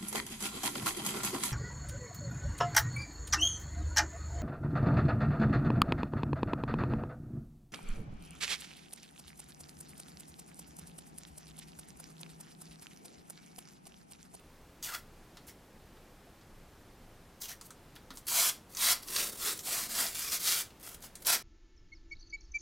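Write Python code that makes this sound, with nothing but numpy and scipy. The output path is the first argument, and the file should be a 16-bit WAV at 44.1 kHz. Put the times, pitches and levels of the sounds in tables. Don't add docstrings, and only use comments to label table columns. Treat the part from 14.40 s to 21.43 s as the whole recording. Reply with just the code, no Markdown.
import sys
import numpy as np
from scipy import signal
from scipy.fft import rfft, irfft, next_fast_len
from scipy.io import wavfile
from scipy.ndimage import uniform_filter1d, map_coordinates

SR = 44100
rng = np.random.default_rng(int(sys.argv[2]) if len(sys.argv) > 2 else 0)


def attenuation_scalar(level_db):
    decades = np.asarray(level_db, float) / 20
    return 10 ** decades


def unload_audio(sound):
    columns = np.transpose(np.atleast_2d(sound))
    steps = np.round(np.clip(columns, -1, 1) * 32767)
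    wavfile.write(sys.argv[1], SR, steps.astype(np.int16))


N = 309840


def unit(x):
    return x / np.sqrt(np.mean(x ** 2) + 1e-20)


def along(points, hz):
    f, v = np.transpose(points)
    return np.interp(np.log(hz + 1), np.log(f + 1), v)


def hump(hz, centre_hz, width):
    return 1 / (1 + (np.log((hz + 1) / centre_hz) / width) ** 2)


def wobble(rate_hz):
    knots = rng.standard_normal(int(N * rate_hz / SR) + 4)
    return map_coordinates(knots, [np.arange(N) * rate_hz / SR])


def filtered(x, response):
    m = next_fast_len(x.shape[-1] + SR // 8)
    spectrum = rfft(x, m) * response(np.fft.rfftfreq(m, 1 / SR))
    return irfft(spectrum, m)[..., :x.shape[-1]]


def bent(x, gain_db, patchy_db):
    hz, t, z = signal.stft(x, SR, nperseg=512, noverlap=384)
    field = uniform_filter1d(rng.standard_normal(z.shape), size=2, axis=0)
    field = uniform_filter1d(field, size=50, axis=1)
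    shape_db = gain_db(hz[:, None], np.minimum((t * SR).astype(int), N - 1))
    z = z * attenuation_scalar(shape_db + patchy_db * unit(field))
    return signal.istft(z, SR, nperseg=512, noverlap=384)[1][:N]


# freq_hz, level_db_per_hz
HISS = [(20, -30), (45, -3.5), (120, -5.5), (170, -5.5), (370, -10), (450, -12), (490, -11), (650, -15),
        (700, -14), (3000, -25.5), (9000, -32), (14500, -33), (16000, -48)]
# freq_hz, side_minus_mid_db
HISS_SIDE = [(60, -35), (110, -28), (200, -28), (380, -24), (700, -20.5), (1290, -18), (2380, -13.5),
             (4400, -11), (8120, -9.5), (15000, -12)]


def hiss():
    level_db = -57.5 + 0.39 * wobble(3.13)
    mid = filtered(rng.standard_normal(N), lambda hz: attenuation_scalar(along(HISS, hz)))
    side = filtered(rng.standard_normal(N), lambda hz: attenuation_scalar(along(HISS, hz) + along(HISS_SIDE, hz)))
    return attenuation_scalar(level_db) * np.array([mid + side, mid - side]) / np.std(mid)


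def flutter(x):
    hz, t, z = signal.stft(x, SR, nperseg=1024)
    strips = rng.random((len(hz) // 6 + 1, len(t) // 2 + 1))
    strips = np.repeat(np.repeat(strips, 6, axis=0), 2, axis=1)
    lost = np.clip((hz[:, None] - 12300) / 4600, 0, .8)
    keep = strips[:len(hz), :len(t)] > lost
    return signal.istft(z * keep / np.sqrt(1 - lost), SR, nperseg=1024)[1][..., :N]


def shake():
    level_db = -65 + 4.5 * np.tanh(wobble(3.5))
    return attenuation_scalar(level_db) * unit(filtered(rng.standard_normal(N), lambda hz: hump(hz, 25.4, .3) ** 2))


def ruptures(spread_db, clump_db):
    size_db = spread_db * rng.uniform(-1.24, 1, N) + clump_db * np.tanh(wobble(110) + wobble(500))
    return unit(rng.standard_normal(N) * attenuation_scalar(size_db))


def curves(tables):
    s, *cols = np.transpose(np.vstack(tables))
    t = np.arange(N) / SR
    on = sum((t >= rows[0][0]) & (t < rows[-1][0]) for rows in tables) > 0
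    level_db, *rest = [np.interp(t, s, c) for c in cols]
    return [attenuation_scalar(level_db) * uniform_filter1d(on * 1., size=90), *rest]


# time_s, tearing_db, flap_hz
LIFTS = [
    [(.42, -70, 3700), (.428, -44, 3620), (.445, -40.5, 3100), (.47, -38.5, 2140), (.495, -41.5, 1500),
     (.53, -42.5, 1220), (.549, -33.5, 1400), (.565, -46, 1450), (.6, -57, 2200)],
    [(1.066, -70, 6500), (1.074, -56, 6000), (1.086, -50, 2400), (1.1, -52, 1900), (1.125, -69, 2200)],
    [(3.002, -62, 5500), (3.018, -42, 4300), (3.04, -42, 3180), (3.06, -45, 2800), (3.076, -52, 2600),
     (3.095, -41.5, 2290), (3.11, -41, 1810), (3.13, -46, 1830), (3.145, -59, 1840)],
]
# freq_hz, level_db_per_hz
FILM = [(400, -45), (700, -29), (1200, -9), (2250, -8), (3300, -1.5), (4500, 1), (5800, -0.5), (9000, -3.5),
        (12700, -3.5), (14500, -4), (15800, -9)]
# freq_hz, level_db_per_hz
DRUM = [(250, -31), (500, -6), (800, 0.5), (1200, 1.5), (2000, 0.5), (2600, -4.5), (3400, -11.5),
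        (5700, -120)]


def lifts():
    short_flap_hz, upper_mode_hz, upper_follows = 4500, 6400, .15
    gain, flap_hz = curves(LIFTS)
    longer_oct = np.maximum(np.log2(short_flap_hz / flap_hz), 0)
    ring_db = 9.5 * longer_oct
    upper_hz = upper_mode_hz * (flap_hz / short_flap_hz) ** upper_follows
    drum_db = -21.5 + 6 * longer_oct
    tilt_db = 5.5 - 2.8 * longer_oct
    busy = round((LIFTS[-1][-1][0] + .1) * SR)
    breaks = ruptures(spread_db=6, clump_db=2.5)[:busy]
    tear, drum = map(unit, filtered(breaks, lambda hz: attenuation_scalar([along(FILM, hz), along(DRUM, hz)])))
    flap_hz = flap_hz * (1 + .035 * wobble(120))

    def flap(hz, at):
        first = 1.3 * ring_db[at] * hump(hz, flap_hz[at], .1)
        second = 4.5 * hump(hz, upper_hz[at], .06)
        below = np.clip(30 * np.log((hz + 1) / flap_hz[at]), -8, 0)
        return first + second + below + tilt_db[at] * np.log2(hz / 6000 + 0.11)

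    sound = bent(tear, flap, patchy_db=2.5)[:busy] + attenuation_scalar(drum_db[:busy] + 3.0) * drum
    return gain * attenuation_scalar(-2.0) * np.pad(sound, (0, N - busy))


# time_s, peak_db, centre_hz, knock_db, knock_hz
TICKS = [(0.9703, -36, 4000, -7, 1250), (1.0685, -46, 11000, -25, 1500), (1.569, -53, 3100, -2, 1240),
         (2.011, -50, 4480, -16, 886), (3.2117, -34, 7800, -13, 1320), (3.3053, -36, 8500, -10, 1290),
         (3.5543, -43, 12000, -11, 1730), (3.5612, -37.5, 3400, -6.5, 1580),
         (3.705, -33.5, 3900, -3.5, 1310), (3.7717, -32, 7600, -17, 972), (6.3046, -44.5, 2850, -13, 630),
         (6.754, -31.5, 8300, -23, 1600)]
# time_s, peak_db, centre_hz
JUMPS = [(.4269, -29, 6400), (0.4337, -32, 5700), (.4384, -30, 6360), (3.02, -30, 6500),
         (3.8684, -27, 10100), (3.8836, -19, 11400), (4.3036, -45, 12700), (4.3231, -43, 10000),
         (4.349, -29.5, 6980), (4.37, -24, 6010), (4.3864, -37, 4640), (4.6317, -36, 4452),
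         (4.6843, -29, 5170), (4.7623, -14, 4540), (5.1914, -28.5, 6560), (5.6653, -22, 4860),
         (5.7927, -22.5, 11000), (5.92, -21, 6220), (6.0736, -17, 6830), (6.123, -20, 4920),
         (6.398, -46, 11500), (6.4286, -39, 12900), (6.464, -34, 10200), (6.4894, -33, 12500),
         (6.5447, -34.5, 10300), (6.6049, -46, 11300), (6.6245, -36, 7380), (6.8219, -37, 11300),
         (6.8489, -33, 4780), (6.8686, -14, 12500)]


def snaps():
    tick_t60_s, tick_dull_db_per_oct = 0.075, -4
    jump_t60_s, jump_dull_db_per_oct, jump_knock_db, jump_knock_hz = 0.057, -.7, -19.5, 1400
    out, t = np.zeros(N + SR), np.arange(SR // 8) / SR
    hz = np.fft.rfftfreq(len(t), 1 / SR)
    ticks = [(*row, tick_t60_s, tick_dull_db_per_oct) for row in TICKS]
    jumps = [(*row, jump_knock_db, jump_knock_hz, jump_t60_s, jump_dull_db_per_oct) for row in JUMPS]
    for s, db, centre_hz, knock_db, knock_hz, t60_s, dull_db in ticks + jumps:
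        burst = rng.standard_normal((2, len(t)))
        dulling_db = dull_db * np.log2(np.maximum(hz / centre_hz, 1))
        bright = attenuation_scalar(along(FILM, hz) + 9.5 * hump(hz, centre_hz, 0.29) + dulling_db)
        snap = unit(irfft(rfft(burst[0]) * bright, len(t)))
        knock = unit(irfft(rfft(burst[1]) * hump(hz, knock_hz, 0.33), len(t)))
        knock *= attenuation_scalar(knock_db + 3)
        fade = attenuation_scalar(-60 * t / max(t60_s, .005)) * (1 - np.exp(-t / .0003))
        crack = 1 + 1.2 * attenuation_scalar(-60 * t / .012)
        out[round(s * SR):][:len(t)] += attenuation_scalar(db - 10.5) * fade * (crack * snap + knock)
    return out[:N]


# freq_hz, width_hz, lift_db
WALLS = [(683, 68, 9.5), (1020, 42, 5), (1366, 92, 2), (1720, 56, 0), (2050, 150, 2.5), (2340, 81, 2),
         (3380, 61, 2.5), (3900, 91, 0), (4230, 230, -1), (4900, 120, -0.5), (5520, 140, -2.5),
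         (6200, 160, 0), (7300, 130, -0.5)]


def walls(hz):
    lift_db = sum(db / (1 + ((hz - c) / (w / 2)) ** 2) for c, w, db in WALLS)
    lift = np.log(attenuation_scalar(lift_db))
    mirrored = np.r_[lift, lift[-2:0:-1]]
    return np.exp(np.conj(signal.hilbert(mirrored))[:len(hz)])


# freq_hz, t60_s
ROOM = [(300, 0.26), (2000, 0.2), (12000, 0.18)]


def room(x):
    hz, t, z = signal.stft(rng.standard_normal(SR // 2), SR, nperseg=256)
    decay = attenuation_scalar(-60 * t / along(ROOM, hz)[:, None])
    tail = signal.istft(z * decay, SR, nperseg=256)[1]
    return signal.fftconvolve(np.pad(x, (200, 0)), tail / np.linalg.norm(tail))[:N]


# time_s, level_db, mode_hz, t60_s
BUMPS = [
    (1.87, -51.5, 690, .12),
    (3.112, -51, 1860, .2),
    (3.305, -48, 1330, .06),
    (3.707, -40.5, 270, 0.076),
]


def bumps():
    out, t = np.zeros(N), np.arange(SR // 5) / SR
    for s, db, hz, t60_s in BUMPS:
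        envelope = attenuation_scalar(db - 60 * t / t60_s) * (1 - np.exp(-t / 0.0013))
        out[round(s * SR):][:len(t)] += envelope * np.sin(2 * np.pi * hz * t)
    return out


# start_s, crest_s, let_go_s, crest_db, let_go_db
PULLS = [(3.87, 3.88, 3.93, -38, -32.5), (3.225, 3.25, 3.28, -64, -67), (3.715, 3.745, 3.8, -63, -64),
         (3.904, 3.974, 4.095, -27.5, -30.5), (4.298, 4.325, 4.34, -57, -58),
         (4.335, 4.365, 4.375, -49, -47), (4.372, 4.44, 4.527, -28.5, -27.5),
         (4.61, 4.628, 4.75, -55.5, -55), (4.674, 4.76, 4.77, -36.5, -36), (4.74, 4.79, 4.9, -33, -46.5),
         (4.895, 4.93, 4.962, -50.5, -53), (4.974, 5.075, 5.135, -34, -41.5),
         (5.13, 5.152, 5.232, -50, -54), (5.236, 5.262, 5.3, -38.5, -38), (5.26, 5.33, 5.467, -34.5, -42.5),
         (5.475, 5.512, 5.53, -40, -41), (5.5, 5.6, 5.715, -32, -45.5), (5.712, 5.76, 5.89, -41, -40.5),
         (5.877, 5.94, 5.975, -33, -39.5), (5.999, 6.083, 6.217, -30.5, -38),
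         (6.405, 6.466, 6.55, -51, -58), (6.624, 6.642, 6.662, -47, -50), (6.795, 6.82, 6.848, -59, -61),
         (6.856, 6.874, 6.904, -30, -25.5), (6.895, 6.925, 6.954, -27, -30.5)]


def effort():
    rise_db, rise_shape, sag_shape = 14, 1.17, 1.47
    catch_db_per_s, drop_db_per_s = 1500, 702
    creep_db, creep_db_per_s = -11, 246
    start, crest, end, crest_db, end_db = np.transpose(PULLS)[..., None]
    t = np.arange(0, N, 44) / SR
    climb = rise_db * np.clip((crest - t) / (crest - start), 0, 1) ** rise_shape
    sag = (crest_db - end_db) * np.clip((t - crest) / (end - crest), 0, 1) ** sag_shape
    after_s = np.maximum(t - end, 0)
    release = np.minimum(drop_db_per_s * after_s, creep_db_per_s * after_s - creep_db)
    tugs = crest_db - climb - sag - release - catch_db_per_s * np.maximum(start - t, 0)
    leader = tugs.argmax(axis=0)[None]
    leading = lambda c: np.clip(np.take_along_axis(c, leader, axis=0)[0], 0, 1)
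    slow = (tugs.max(axis=0), leading(release / -creep_db), leading(climb / rise_db))
    return [np.interp(np.arange(N) / SR, t, c) for c in slow]


# from_s, wall_mode_hz, sheet_mode_hz, drum_db, hand_rumble_db
SPOTS = [(3.8, 5800, 4600, -23, -25), (3.91, 1000, 4450, -11.5, -29), (4.03, 1040, 3380, -13.5, -26.5),
         (4.25, 1030, 4760, -10.5, -26), (4.62, 1000, 4600, -14, -19), (4.755, 560, 4500, -11, -16),
         (4.96, 437, 3720, -13, -17), (5.23, 690, 4900, -12.5, -20.5), (5.49, 725, 4730, -12.5, -19),
         (5.73, 2400, 5560, -14, -22), (5.91, 2400, 6200, -19, -26), (5.99, 3100, 6500, -15, -27),
         (6.35, 1380, 5260, -7, -26), (6.79, 960, 5600, -12, -20)]
# freq_hz, level_db_per_hz
RUMBLE = [(100, -53), (200, -2), (350, -2), (520, -6), (900, -50)]


def pulls():
    usual_db, early_drum_db = -35, -5
    drum_per_db, rumble_per_db, crisp_per_db, crackle_per_db = -0.08, -0.64, -0.24, .22
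    crisp_edge_db, limp_db = 0.5, -10
    young_db, young_hz, grows_s = -8, 2100, .2
    level_db, slack, early = effort()
    harder_db = np.clip(level_db - usual_db, -30, 10)
    since_s, *spots_hz, held_db, hand_db = np.transpose(SPOTS)
    spot = lambda at: np.maximum(np.searchsorted(since_s, at / SR) - 1, 0)
    here = spot(np.arange(N))
    drum_db = held_db[here] + drum_per_db * harder_db + early_drum_db * early
    rumble_db = hand_db[here] + rumble_per_db * harder_db
    crisp_db = crisp_edge_db + crisp_per_db * harder_db * (1 - slack) + limp_db * slack
    clumps = np.tanh(1.5 * wobble(130)) - .3
    coarse_db = crackle_per_db * np.maximum(-harder_db, 0) * (1 - slack) * clumps

    def parts(hz):
        edge = 1 / (1 + (8500 / (hz + 1)) ** 8)
        sheet = attenuation_scalar(along(FILM, hz)) * np.sqrt([1 - edge, edge])
        return [*sheet, attenuation_scalar(along(DRUM, hz)), attenuation_scalar(along(RUMBLE, hz))]

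    def modes(hz, at):
        peaks = sum(4.2 / (1 + ((hz - c[spot(at)]) / 70) ** 2) for c in spots_hz)
        young = young_db * np.exp(-np.maximum(at / SR - PULLS[0][0], 0) / grows_s)
        return peaks - 1.2 + young * hump(hz, young_hz, .25)

    film, crisp, drum, rumble = map(unit, filtered(ruptures(spread_db=6, clump_db=1.1), parts))
    whole = film + attenuation_scalar(crisp_db) * crisp + attenuation_scalar(drum_db) * drum + attenuation_scalar(rumble_db) * rumble
    return attenuation_scalar(level_db) * attenuation_scalar(coarse_db) * bent(whole, modes, patchy_db=2.5)


# start_s, end_s, low_hz, high_hz, level_db
FILLS = [
    (3.948, 3.99, 6900, 8950, -39),
    (4.486, 4.525, 5180, 6300, -38),
    (4.488, 4.525, 7500, 8920, -38),
]


def fills():
    side = np.zeros(N)
    for start_s, end_s, lo_hz, hi_hz, db in FILLS:
        length = round((end_s - start_s) * SR)
        band = unit(filtered(rng.standard_normal(SR // 10), lambda hz: (hz > lo_hz) & (hz < hi_hz)))
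        side[round(start_s * SR):][:length] += attenuation_scalar(db) * band[:length] * np.sqrt(np.hanning(length))
    return np.array([side, -side])


def scene():
    film = filtered(lifts() + pulls() + snaps(), walls) + bumps()
    return attenuation_scalar(-2.5) * film + attenuation_scalar(-11.5) * room(film) + flutter(hiss()) + shake()


def top_cut(x):
    return signal.sosfilt(signal.butter(12, 16500, fs=SR, output="sos"), x)


def record(dry):
    top_hz = 15830
    mix = filtered(dry + fills(), lambda hz: hz < top_hz)
    return top_cut(mix)


dry = scene()
out = record(dry)
unload_audio(out)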